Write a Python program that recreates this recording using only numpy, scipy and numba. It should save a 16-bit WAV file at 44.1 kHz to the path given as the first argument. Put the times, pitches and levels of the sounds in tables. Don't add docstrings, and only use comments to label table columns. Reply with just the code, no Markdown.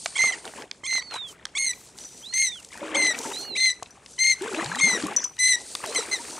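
import sys
import numpy as np
from scipy import signal
from scipy.fft import rfft, irfft
from scipy.io import wavfile
from scipy.ndimage import uniform_filter1d
from numba import njit

SR = 44100
rng = np.random.default_rng(int(sys.argv[2]) if len(sys.argv) > 2 else 0)


def ratio_of_db(decibels):
    return 10 ** (np.asarray(decibels, float) / 20)


def transcribe(signal):
    frames = np.atleast_2d(signal).T
    limited = np.clip(frames, -1, 1)
    pcm = np.round(limited * 32767).astype(np.int16)
    wavfile.write(sys.argv[1], SR, pcm)


N = 281799
T = np.arange(N) / SR
SIDES = np.array([[1], [-1]])

# frequency in Hz, density in dB per Hz.
AIR_SPECTRUM = [(20, -9), (65, 6.5), (95, 2), (140, 5), (400, -3.5), (1200, -12.5), (10000, -32),
                (15500, -65)]
# time in seconds, level in dB.
INSECT_LEVEL = [(0, -44.5), (.5, -53), (.7, -84), (5.45, -63), (5.7, -46), (6.39, -48)]

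# start in seconds, end in seconds, lapping in dB, splashing in dB.
WASHES = [(0.162, 0.379, -52, -46), (0.452, 0.491, -44.5, -45), (0.561, 0.636, -48.5, -45),
          (1.127, 1.165, -51.5, -40.5), (1.243, 1.328, -60, -66), (2.002, 2.051, -56.5, -55.5),
          (2.73, 2.772, -72, -48.5), (2.83, 3.297, -45, -43), (2.922, 3.08, -42, -39.5),
          (3.277, 3.566, -52, -55), (4.454, 4.812, -47.5, -39), (4.542, 4.636, -40.5, -39.5),
          (4.876, 5.113, -40, -40.5), (5.107, 5.259, -56, -47), (5.534, 5.786, -56.5, -57),
          (5.835, 6.4, -50.5, -47), (5.841, 5.856, -48, -37.5), (5.934, 6.15, -49, -44.5)]
# start in seconds, end in seconds, level in dB.
SPRAY_BURSTS = [(0, 0.15, -46), (0.13, 0.39, -47.5), (.44, 0.63, -48), (1.139, 1.16, -44.5),
                (1.283, 1.322, -47), (1.69, 1.91, -53), (2.038, 1.994, -20), (1.99, 2.21, -47.5),
                (2.26, 2.63, -49.5), (2.722, 2.94, -49), (3.163, 3.424, -39.5), (4.083, 4.28, -51),
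                (4.48, 5.04, -41.5), (5.07, 5.05, -30), (5.6, 5.78, -49), (5.8, 6.5, -42)]
# lapping, splashing and spray in dB.
CALM_DB = [-63, -61.5, -62.5]
# frequency in Hz, density in dB per Hz.
SPRAY_SPECTRUM = [(2400, -9), (3600, 1.5), (4800, 3), (7700, 8.5), (10300, 1.5), (12000, -16), (14000, -32)]

# time in seconds, peak in dB, centre in
# Hz.
TICKS = [(0.0591, -14.5, 2740), (0.4532, -29.5, 3440), (0.477, -29, 3500), (0.6213, -32.5, 2760),
         (0.7125, -23, 3710), (1.1397, -26.5, 3680), (1.4535, -20, 3900), (1.9784, -34, 6400),
         (1.9864, -29, 6600), (4.66, -25, 2600), (3.8287, -24, 6730), (4.0611, -35, 3850),
         (4.4215, -23, 7860), (4.5464, -26, 2050), (4.756, -20, 5870), (5.025, -22.5, 6570),
         (1.1099, -33, 2200), (1.16, -31, 1800), (5.2425, -22.5, 7100), (5.7516, -16.5, 4090),
         (5.8388, -25, 1195), (5.367, -38, 2960), (5.134, -32, 8640), (5.068, -22, 7550),
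         (1.467, -42, 2420)]
# time in seconds, peak in dB, centre in Hz.
KNOCKS = [(0.239, -20.5, 836), (0.537, -32, 1003), (0.835, -34.5, 1040), (0.928, -32, 1560),
          (0.953, -30, 1240), (0.981, -33, 670), (3.825, -29, 930), (.31, -32.5, 775), (6.251, -26, 1750),
          (.465, -33, 890)]
# time in seconds, peak in dB, centre in Hz.
SHARP_TICKS = [(5.4, -21, 8600), (5.8611, -21, 7000), (2.7327, -33, 6000), (2.776, -33, 8500), (2.6, -34, 8500),
               (2.688, -37, 7200), (4.5326, -27, 9900), (4.6433, -21, 5940), (4.2, -29, 6800), (4.109, -38, 9500),
               (3.907, -37, 7300), (3.859, -40, 2700), (6.06, -26, 8300), (5.1647, -17, 8500),
               (3.1887, -14, 8000), (2.6474, -29, 7000), (5.9484, -17, 7500)]

# time in seconds, slip rate in Hz, effort in dB.
PULLS = [
    [(.188, 2052, -21.5), (.212, 2080, -20.5), (.238, 2127, -19), (.272, 2110, -21.5), (.302, 2004, -27),
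     (.318, 2073, -40)],
    [(2.335, 2005, -35), (2.352, 2080, -33), (2.39, 2130, -25), (2.423, 2141, -21.5), (2.471, 2028, -33),
     (2.495, 1907, -41.5)],
    [(3.57, 2022, -32.5), (3.61, 2068, -25.5), (3.655, 2085, -21), (3.702, 2005, -26.5),
     (3.725, 1964, -38.5)],
    [(4.187, 2000, -33), (4.211, 2101, -24), (4.265, 2120, -20.5), (4.318, 2118, -18.5), (4.345, 1960, -42)],
    [(5.388, 1940, -34.5), (5.404, 2036, -27.5), (5.44, 2016, -24), (5.47, 2053, -21.5), (5.505, 2044, -23),
     (5.534, 1980, -23), (5.56, 1888, -30)],
]
# time in seconds, slip rate in Hz, effort in dB.
RETURNS = [
    [(.87, 2086, -35), (.917, 2072, -29), (.945, 2082, -25.5), (.978, 2059, -27), (1.005, 1915, -37)],
    [(1.58, 2143, -30), (1.615, 2158, -28.5), (1.656, 2130, -28.5), (1.697, 2014, -34.5),
     (1.718, 1942, -36)],
    [(2.964, 2130, -23.5), (2.995, 2087, -25.5), (3.022, 2067, -22.5), (3.06, 2053, -21.5),
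     (3.097, 1990, -24), (3.13, 1860, -32)],
    [(4.808, 2100, -22.5), (4.835, 2150, -18.5), (4.865, 2117, -20), (4.9, 2044, -23), (4.939, 1983, -27.5),
     (4.972, 1866, -34)],
    [(5.958, 2086, -26), (5.983, 2003, -32), (6.008, 1855, -48)],
    [(6.112, 2068, -34.5), (6.128, 2072, -27.5), (6.143, 2054, -27.5), (6.175, 1780, -45)],
]
# partials 2, 3 and 4 in dB at full effort.
SEATING = [(-33, -32.5, -44), (-28.5, -26.5, -39), (-23.5, -33.5, -42), (-22.5, -28.5, -42),
           (-28, -30, -36.5), (-31.5, -37, -49), (-30, -33, -39.5), (-31, -34.5, -42), (-28, -30, -41),
           (-28.5, -32, -37), (-31.5, -37, -45)]
EFFORT_SHARE = [1, 0.62, 0.41]
# frequency in Hz, gain in dB.
HORN = [(3800, 6), (4150, 3.5), (4350, -5.5), (5800, 7), (6450, 6), (7900, 10), (8500, 8)]
# time in seconds, depth in dB, jolt as a ratio near 0 to 1.
SLIPS = [(.176, -20, 1), (.2155, -7, 0.8), (0.233, -5, 0.73), (0.255, -2, 0.67), (0.275, -1.5, 0.94),
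         (.307, -10, 0.7), (.862, -1.5, 0.7), (.891, -2.5, 0.6), (.908, -6, 0.96), (0.9337, -3, 1.),
         (.9591, -5.5, 0.97), (.981, -3.5, 0.9), (1.579, -4, 1.2), (1.594, -2.5, .3), (1.619, -6, 0.66),
         (1.642, -6, 0.6), (1.661, -29, 0.66), (1.6898, -28, 0.54), (1.713, 0.5, 0.27), (2.337, -0.5, 1),
         (2.365, 1, 0.46), (2.3798, -3, 1.), (2.396, -3.5, 0.64), (2.422, -15, 1.02), (2.45, 2, 0.5),
         (2.4638, -9, 1), (2.963, -5, 1), (2.999, 0, .4), (3.0213, -7, .9), (3.0447, -8, 0.94),
         (3.066, -6, 1.1), (3.107, -4.5, 0.84), (3.571, -1, 1), (3.5996, -4.5, 1.), (3.63, -3.5, 0.56),
         (3.656, -5.5, 0.83), (3.699, -10, 1), (4.188, 4, 1), (4.224, 1.5, 0.1), (4.24, -5, 0.97),
         (4.2677, -5, 0.74), (4.2946, -5, 0.64), (4.319, -5.5, .8), (4.805, -4, 0.95), (4.842, -0.5, 0.55),
         (4.861, -3, 0.44), (4.884, -5, 0.85), (4.909, 2, .4), (4.921, -6, .6), (4.945, -3, 0.5),
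         (4.956, -0.5, 0.45), (5.389, 4, 0.84), (5.481, -4.5, 1.22), (5.53, -9, 0.9), (5.986, -2, 0.65),
         (6.125, -6, 0.84), (6.153, -5.5, 0.6)]
# start in seconds, end in seconds, pitch at start in Hz, pitch at end in Hz, level in dB.
CHATTER = [(0.153, 0.178, 1003, 1152, -44.5), (0.173, 0.188, 1030, 1046, -43.5),
           (0.32, 0.351, 1080, 934, -47.5), (0.836, 0.871, 1017, 1090, -49),
           (1.017, 1.028, 1000, 1110, -52), (1.55, 1.583, 1060, 1188, -44.5),
           (1.732, 1.742, 1170, 1160, -52.5), (2.325, 2.334, 970, 990, -53.5),
           (2.943, 2.964, 1026, 1124, -40), (3.139, 3.156, 1100, 1150, -52),
           (3.551, 3.571, 988, 1203, -48.5), (4.179, 4.188, 1000, 1010, -56),
           (4.785, 4.806, 995, 1124, -41.5), (5.38, 5.387, 940, 948, -55.5),
           (5.946, 5.963, 1000, 1030, -49)]
CHATTER_PARTIALS_DB = [-1.5, 18, 12.5, 3.5, 4, 6.5, 8.5, 6, -6]
# time in seconds, left minus right in dB.
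SQUEAK_PAN = [(.25, -3.5), (.93, -4), (1.65, -1.5), (2.42, 1), (3.05, 2.5), (3.65, 3), (4.27, 4.5),
              (4.88, 4), (5.47, 3), (6.1, 1.2)]

# start in seconds, end in seconds, level in dB.
BRUSH = [(.45, .62, -61.5), (1.12, 1.17, -62), (1.28, 1.33, -59), (1.7, 1.85, -54), (1.98, 2.25, -60),
         (2.55, 2.95, -67), (3.17, 3.45, -52), (4.45, 5.25, -64), (5.75, 6.39, -55)]
# time in seconds, pitch in Hz, level in dB.
WHISTLES = [
    [(.99, 4380, -46), (1.04, 4550, -46), (1.08, 4450, -44.5), (1.16, 3950, -38), (1.24, 3530, -37),
     (1.3, 3120, -46), (1.32, 2900, -66)],
    [(2.222, 2630, -56), (2.25, 3740, -39.5), (2.32, 4360, -42.5), (2.42, 4245, -36), (2.5, 3760, -36.5),
     (2.575, 3260, -44), (2.61, 2470, -55)],
    [(3.332, 3700, -38.5), (3.38, 4130, -33), (3.43, 4500, -46), (3.48, 4380, -39.5), (3.55, 3900, -35.5),
     (3.65, 3430, -44), (3.71, 3110, -57)],
    [(3.39, 4150, -49), (3.43, 4185, -37.5), (3.46, 4200, -46)],
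    [(3.43, 2920, -53), (3.48, 2890, -50), (3.56, 2600, -56)],
    [(4.57, 3860, -40.5), (4.62, 4170, -53), (4.68, 4400, -51), (4.74, 4060, -49), (4.8, 3760, -42),
     (4.88, 3280, -49)],
    [(5.87, 3800, -42), (5.93, 4200, -47), (5.96, 4390, -49), (6.04, 3820, -42)],
]
# time in seconds, peak in dB.
CLINKS = [
    (2.008, -34),
    (2.047, -29.5),
    (3.907, -42),
    (4.131, -41),
    (5.1635, -7.5),
    (5.233, -34),
    (5.2405, -15),
    (5.2445, -23),
]
# frequency in Hz, level in dB, 60 dB decay time in seconds.
TAG_MODES = [(5930, -5, .11), (5992, -6, .085), (6331, -9, .016), (5582, -17, .015), (6600, -15, .012),
             (7515, -14, .016), (8236, -16, .016), (5254, -19, .014)]
# start in seconds, end in seconds, level in dB.
DRAGS = [
    (2.01, 2.25, -52),
    (3.17, 3.47, -47),
    (5.28, 5.35, -57),
    (6.31, 6.39, -49),
]

# time in seconds, pitch in Hz, peak in dB.
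DRIPS = [(2.706, 1910, -40), (2.727, 2140, -31), (2.774, 1770, -32), (2.85, 1310, -33), (2.912, 1050, -32),
         (2.955, 1156, -24), (3.103, 580, -27), (3.145, 2450, -26), (3.197, 448, -33), (3.244, 1310, -29),
         (3.256, 276, -31), (4.476, 1470, -25), (4.545, 2570, -23), (4.545, 580, -29), (4.585, 646, -22.5),
         (4.602, 905, -25), (4.618, 1910, -21.5), (4.716, 1590, -17), (4.726, 1254, -22.5),
         (4.748, 1820, -22.5), (4.798, 1150, -25), (4.929, 198, -31.5), (5.05, 190, -29), (5.1, 212, -39),
         (5.036, 290, -18), (2.519, 2250, -32), (2.557, 1380, -40), (4.95, 454, -27), (4.973, 407, -26.5),
         (4.976, 1580, -21.5), (5.024, 1120, -31), (5.062, 1070, -24), (5.083, 1110, -21.5),
         (5.112, 806, -28.5), (5.192, 3300, -31)]
# start in seconds, length in seconds, pitch at start in Hz, pitch at end in Hz, peak in dB.
GURGLES = [(2.815, 0.049, 568, 584, -35), (2.816, 0.28, 320.8, 308, -40), (2.951, 0.052, 544, 564, -30.5),
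           (2.953, 0.09, 302, 306, -37), (3.248, 0.047, 927, 880, -38), (4.41, 0.049, 327, 478, -30.5),
           (4.476, 0.021, 497, 440, -34.5), (4.508, 0.035, 427, 340, -35), (4.57, 0.068, 304, 371, -32.5),
           (4.644, 0.03, 850, 897, -39.5), (4.652, 0.094, 122, 205, -39), (4.751, 0.099, 231, 295, -41.5),
           (4.831, 0.06, 155, 292, -35.5), (5.863, 0.05, 698, 550, -38), (5.887, 0.039, 406, 520, -35.5),
           (5.986, 0.017, 470, 457, -27.5), (6.193, 0.027, 903, 990, -39.5)]


def level(x, db):
    return x * ratio_of_db(db) / np.sqrt(np.mean(x ** 2))


def noise(shape):
    hz, db = np.transpose(shape)
    f = np.maximum(np.fft.rfftfreq(N + 1, 1 / SR), 1)
    gain = ratio_of_db(np.interp(np.log(f), np.log(hz), db, -90, -90))
    return level(irfft(rfft(rng.standard_normal(N + 1)) * gain)[:N], 0)


def walk(rate):
    hold = int(SR / rate)
    steps = np.repeat(rng.standard_normal(N // hold + 1), hold)
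    return 1.01 * uniform_filter1d(uniform_filter1d(steps, hold), hold)[:N]


def place(x, pan_db):
    return x * ratio_of_db(np.array([pan_db, -pan_db]).reshape(2, -1) / 2)


def surge(rows, calm_db):
    rise_db_per_s, fall_db_per_s, long_s = 684, 618, 0.22
    power = ratio_of_db(2 * calm_db)
    for start, end, db in rows:
        slow = 1 + ((end - start) / long_s) ** 2
        away_db = rise_db_per_s * np.maximum(start - T, 0) + fall_db_per_s * np.maximum(T - end, 0)
        power = power + ratio_of_db(2 * (db - away_db / slow))
    return 10 * np.log10(power)


@njit
def rings(start, hz, t60, glide, size, push, n):
    out = np.zeros(n)
    for k in range(len(hz)):
        life, turn = t60[k] * SR, 0.
        for i in range(min(int(life), n - start[k])):
            turn += 2 * np.pi * hz[k] * (1 + glide[k] * i / life) / SR
            decay = 10 ** (-3 * i / life)
            out[start[k] + i] += size[k] * np.sin(turn) * decay * (1 - np.exp(-i / push))
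    return out


def tone(s, hz, dbs, bend=1., edge_s=.003, flutter_db=0., duck_db=0.):
    out, on = np.zeros(N), slice(int(s[0] * SR), int(s[-1] * SR))
    t = T[on]
    pitch = np.interp(t, s, hz) * (bend * np.ones(N))[on]
    turn = 2 * np.pi * np.cumsum(pitch) / SR
    duck = (duck_db * np.ones(N))[on]
    knots = t[::SR // 150]
    for k, db in enumerate(dbs):
        flutter = np.interp(t, knots, rng.standard_normal(len(knots)))
        gain = ratio_of_db(np.interp(t, s, db) + flutter_db * flutter + duck * (1 + k / 3))
        out[on] += np.sqrt(2) * gain * -np.cos((k + 1) * turn + .4 * k)
    edge = np.clip(np.minimum(t - s[0], s[-1] - t) / edge_s, 0, 1)
    out[on] *= np.sin(np.pi / 2 * edge) ** 2
    return out


def still_air():
    return ratio_of_db(-59.5) * (noise(AIR_SPECTRUM) + noise(AIR_SPECTRUM) * SIDES * ratio_of_db(-24))


def insects():
    upper = noise([(7600, -26), (8750, -7), (10200, -26)])
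    lower = noise([(3900, -12), (4500, -7), (5300, -16)])
    return (upper + ratio_of_db(-6) * lower) * ratio_of_db(np.interp(T, *np.transpose(INSECT_LEVEL)) + walk(86))


def bubbles(lo_hz, hi_hz, cycles, scatter_db, count):
    when, pitch, strength, life = rng.random((count, 4)).T
    hz = lo_hz * (hi_hz / lo_hz) ** pitch
    size = ratio_of_db(scatter_db * np.minimum(-np.log(1 - strength), np.pi))
    start = (when * N).astype(np.int64)
    push = 16000 / np.sqrt(lo_hz * hi_hz)
    return level(rings(start, hz, cycles * (.5 + life) / hz, 1.1 * life ** 2, size, push, N), 0)


def lapping():
    wash = noise([(110, -41), (200, -24.5), (400, -6.5), (900, -16.0), (1300, -67)])
    return bubbles(211, 950, 18, 3.5, count=1300) + 0.98 * wash


def splashing():
    wash = noise([(700, -44), (1000, 6.5), (2500, 16.0), (4200, -1), (5000, -21)])
    return bubbles(750, 3700, 24, 3.7, count=2600) + 0.5 * wash


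def spray():
    return .3 * bubbles(4000, 9500, 9, 5.5, count=2500) + noise(SPRAY_SPECTRUM) * ratio_of_db(2.4 * walk(250) - 1)


def water():
    rows = np.array(WASHES)
    lap_db, splash_db, spray_db = map(surge, (rows[:, :3], rows[:, [0, 1, 3]], SPRAY_BURSTS), CALM_DB)
    layers = ((lapping, lap_db, -21, .2), (splashing, splash_db, -13, 3.0), (spray, spray_db, -17, .4))
    out = 0
    for layer, db, side_db, pan_db in layers:
        swell = ratio_of_db(db + 2.0 * walk(30) + 1.63 * walk(8))
        out = out + swell * (place(layer(), pan_db) + ratio_of_db(side_db) * layer() * SIDES)
    return signal.sosfilt(signal.butter(3, 130, "high", fs=SR, output="sos"), out)


def knocks(table, width, cycles, rattle_s, count, floor_hz=500):
    s, db, hz = np.repeat(table, count, axis=0).T
    detune, damping, delay = rng.standard_normal((len(s), 3)).T
    start = ((s + rattle_s * delay ** 2) * SR).astype(np.int64)
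    hz = hz * 2 ** (width * detune)
    heard = np.sign(damping) * (hz < .27 * SR) * (hz > floor_hz)
    heard = heard * 2 ** (width * detune / 2)
    t60 = cycles * 2 ** (.4 * damping + width * np.minimum(detune, 0) / 2) / hz
    return rings(start, hz, t60, 0 * s, 2 * ratio_of_db(db) / np.sqrt(count) * heard, 3., N)


def partials(rows, seating):
    s, hz, effort_db = np.transpose(rows)
    t = np.unique(np.r_[s, (s[1:] + s[:-1]) / 2])
    hz, effort_db = np.interp(t, s, hz), np.interp(t, s, effort_db)
    swing_db = effort_db - effort_db.max()
    upper = [db + share * swing_db + np.interp(k * hz, *np.transpose(HORN))
             for k, db, share in zip((2, 3, 4), seating, EFFORT_SHARE)]
    return t, hz, effort_db, *upper


def grip_loss():
    dip_db, swing, scrape = np.zeros(N), np.zeros(N), np.zeros(N)
    for s, db, jolt in SLIPS:
        near = slice(int(s * SR) - SR // 50, int(s * SR) + SR // 50)
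        t = T[near] - s
        dip_db[near] += 2.04 * min(db, 0) * np.exp(-(t / 0.0015) ** 2)
        snap = 0.0304 * np.exp(-((t - 0.0016) / 0.00129) ** 2)
        sag = 0.0501 * np.exp(-((t + 0.0011) / 0.00199) ** 2)
        swing[near] += jolt * (snap - sag)
        scrape[near] += jolt ** 2 * np.exp(-(np.minimum(t, 0) / 0.001) ** 2 - np.maximum(t, 0) / 0.0045)
    return dip_db, swing, scrape


def chatter(dip_db, shaky):
    out = 0
    for t0, t1, hz0, hz1, db in CHATTER:
        rising = hz1 > hz0
        swell = np.array([db - 8.5, db, db]) if rising else np.array([db, db - 6.5, db - 12])
        dbs = [swell + d - k * (db < -51) * 2 for k, d in enumerate(CHATTER_PARTIALS_DB)]
        last_hz = 1.19 ** rising * hz1
        times = [t0, .25 * t0 + .75 * t1, t1]
        out = out + tone(times, [hz0, hz1, last_hz], dbs, shaky, .003, flutter_db=4.5, duck_db=dip_db)
    return out


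def oarlock():
    dip_db, swing, scrape = grip_loss()
    bend = 1 + swing + 0.0027 * walk(150) + 0.0031 * walk(900)
    shaky = 1 + .012 * walk(330) + .012 * walk(1200)
    squeal = 0
    for s, hz, *db in map(partials, PULLS + RETURNS, SEATING):
        dbs = db + [db[3] - 9, db[2] - 26, db[3] - 34]
        squeal = squeal + tone(s, hz, dbs, bend, .0035, flutter_db=1.8, duck_db=dip_db)
        fade = np.array([db[0][-1] - 2.0, db[0][-1] - 15])
        stutter = [fade - 22, fade - 2, fade - 22, fade - 14, fade - 18]
        half_hz = hz[-1] * np.array([.51, .5])
        squeal += tone([s[-1], s[-1] + 0.027], half_hz, stutter, shaky, flutter_db=6.0)
    squeal += chatter(dip_db, shaky)
    grip = np.sqrt(np.abs(uniform_filter1d(squeal ** 2, size=600)))
    grit = noise([(1700, 13), (2500, 15.0), (4500, 12.0), (6500, 15.0), (9500, 7.5), (12000, -25)])
    early_db = 6 * (T < .36) + 3 * (T > .8) * (T < 1.05)
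    grind = ratio_of_db(-25.5 + early_db + 3 * walk(120))
    return squeal + grip * grit * (grind + ratio_of_db(-9) * scrape)


def brush():
    shape = [(9000, -12), (11000, -1), (13000, 1), (15700, 4)]
    swell = ratio_of_db(surge(BRUSH, -86) + 2.0 * walk(60) + 2.5 * walk(300))
    return swell * (place(noise(shape), 2.3) + ratio_of_db(-7) * noise(shape) * SIDES)


def rounded(rows):
    s, hz, db = np.transpose(rows)
    t = np.linspace(s[0], s[-1], SR // 1000)
    return t, uniform_filter1d(np.interp(t, s, hz), size=7, mode="nearest"), np.interp(t, s, db)


def whistles():
    bend = 1 + 0.00096 * walk(46)
    return sum(tone(s, hz, [db, db - 29], bend, 0.0022, flutter_db=2.0)
               for s, hz, db in map(rounded, WHISTLES))


def tag():
    s, db = np.repeat(CLINKS, len(TAG_MODES), axis=0).T
    hz, mode_db, t60 = np.tile(TAG_MODES, (len(CLINKS), 1)).T
    size = ratio_of_db(db + mode_db) * (-1.) ** np.arange(len(s))
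    clinks = rings((s * SR).astype(np.int64), hz, t60, 0 * s, size, 5.0, N)
    drag = uniform_filter1d(sum(ratio_of_db(d) * (T > a) * (T < b) for a, b, d in DRAGS), size=600)
    hum = drag * noise([(5800, -28), (5950, -13), (6150, -26)])
    skid = ratio_of_db(surge([(5.215, 5.25, -38.5)], -90) + 2.7 * walk(300))
    skid = skid * noise([(4500, -12), (5500, 5), (6400, 1), (8000, -22)])
    return hum + skid + clinks


def drips():
    s, hz, db = np.transpose(DRIPS)
    return rings((s * SR).astype(np.int64), hz, 0.016 + 18 / hz, 0.24 + 0 * s, ratio_of_db(db + 1.0), 52.0, N)


def gurgles():
    bend = 1 + 0.029 * walk(60)
    out = 0
    for s, length, hz0, hz1, db in GURGLES:
        times = [s, s + .7 * length, s + 1.3 * length]
        pitch = [hz0, (hz0 + 2 * hz1) / 3, hz1]
        out = out + tone(times, pitch, [[db, db - 3, db - 16]], bend, .004, flutter_db=2.5)
    return out


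def echo(x, t60, gap_s):
    t = T[:SR // 2]
    tail = rng.standard_normal((2, len(t))) * 10 ** (-3 * t / t60) * (t > gap_s)
    return signal.fftconvolve(x[None], tail / np.sqrt(np.sum(tail[0] ** 2)), axes=1)[:, :N]


def scene():
    pan_db = np.interp(T, *np.transpose(SQUEAK_PAN))
    hits = knocks(TICKS, .9, 30, .0006, count=40) + knocks(KNOCKS, .4, 10, .0004, count=8)
    hits = hits + tag() + knocks(SHARP_TICKS, .45, 26, .0008, count=20, floor_hz=2000)
    squeal = oarlock()
    core = signal.sosfiltfilt(signal.butter(4, 3100, fs=SR, output="sos"), squeal)
    near = place(core, pan_db) + place(squeal - core, 0.63 * pan_db) + place(hits, pan_db)
    near = near + brush() + place(whistles(), -5.0)
    near = near + place(drips(), 0.62 * pan_db) + place(gurgles(), 0.19 * pan_db)
    wet = echo(squeal + hits, 0.3, 0.012)
    wet = wet.mean(axis=0) + .5 * wet
    return near + ratio_of_db(-20.5) * wet + water() + still_air() + insects()


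def band_limit(x):
    return signal.sosfilt(signal.butter(12, 15840, fs=SR, output="sos"), x)


def record(dry):
    dull_top = signal.butter(3, 11500, fs=SR, output="sos")
    bass_loss = signal.butter(2, 45, "high", fs=SR, output="sos")
    mix = signal.sosfilt(np.vstack([dull_top, bass_loss]), dry)
    return band_limit(mix)


dry = scene()
out = record(dry)
transcribe(out)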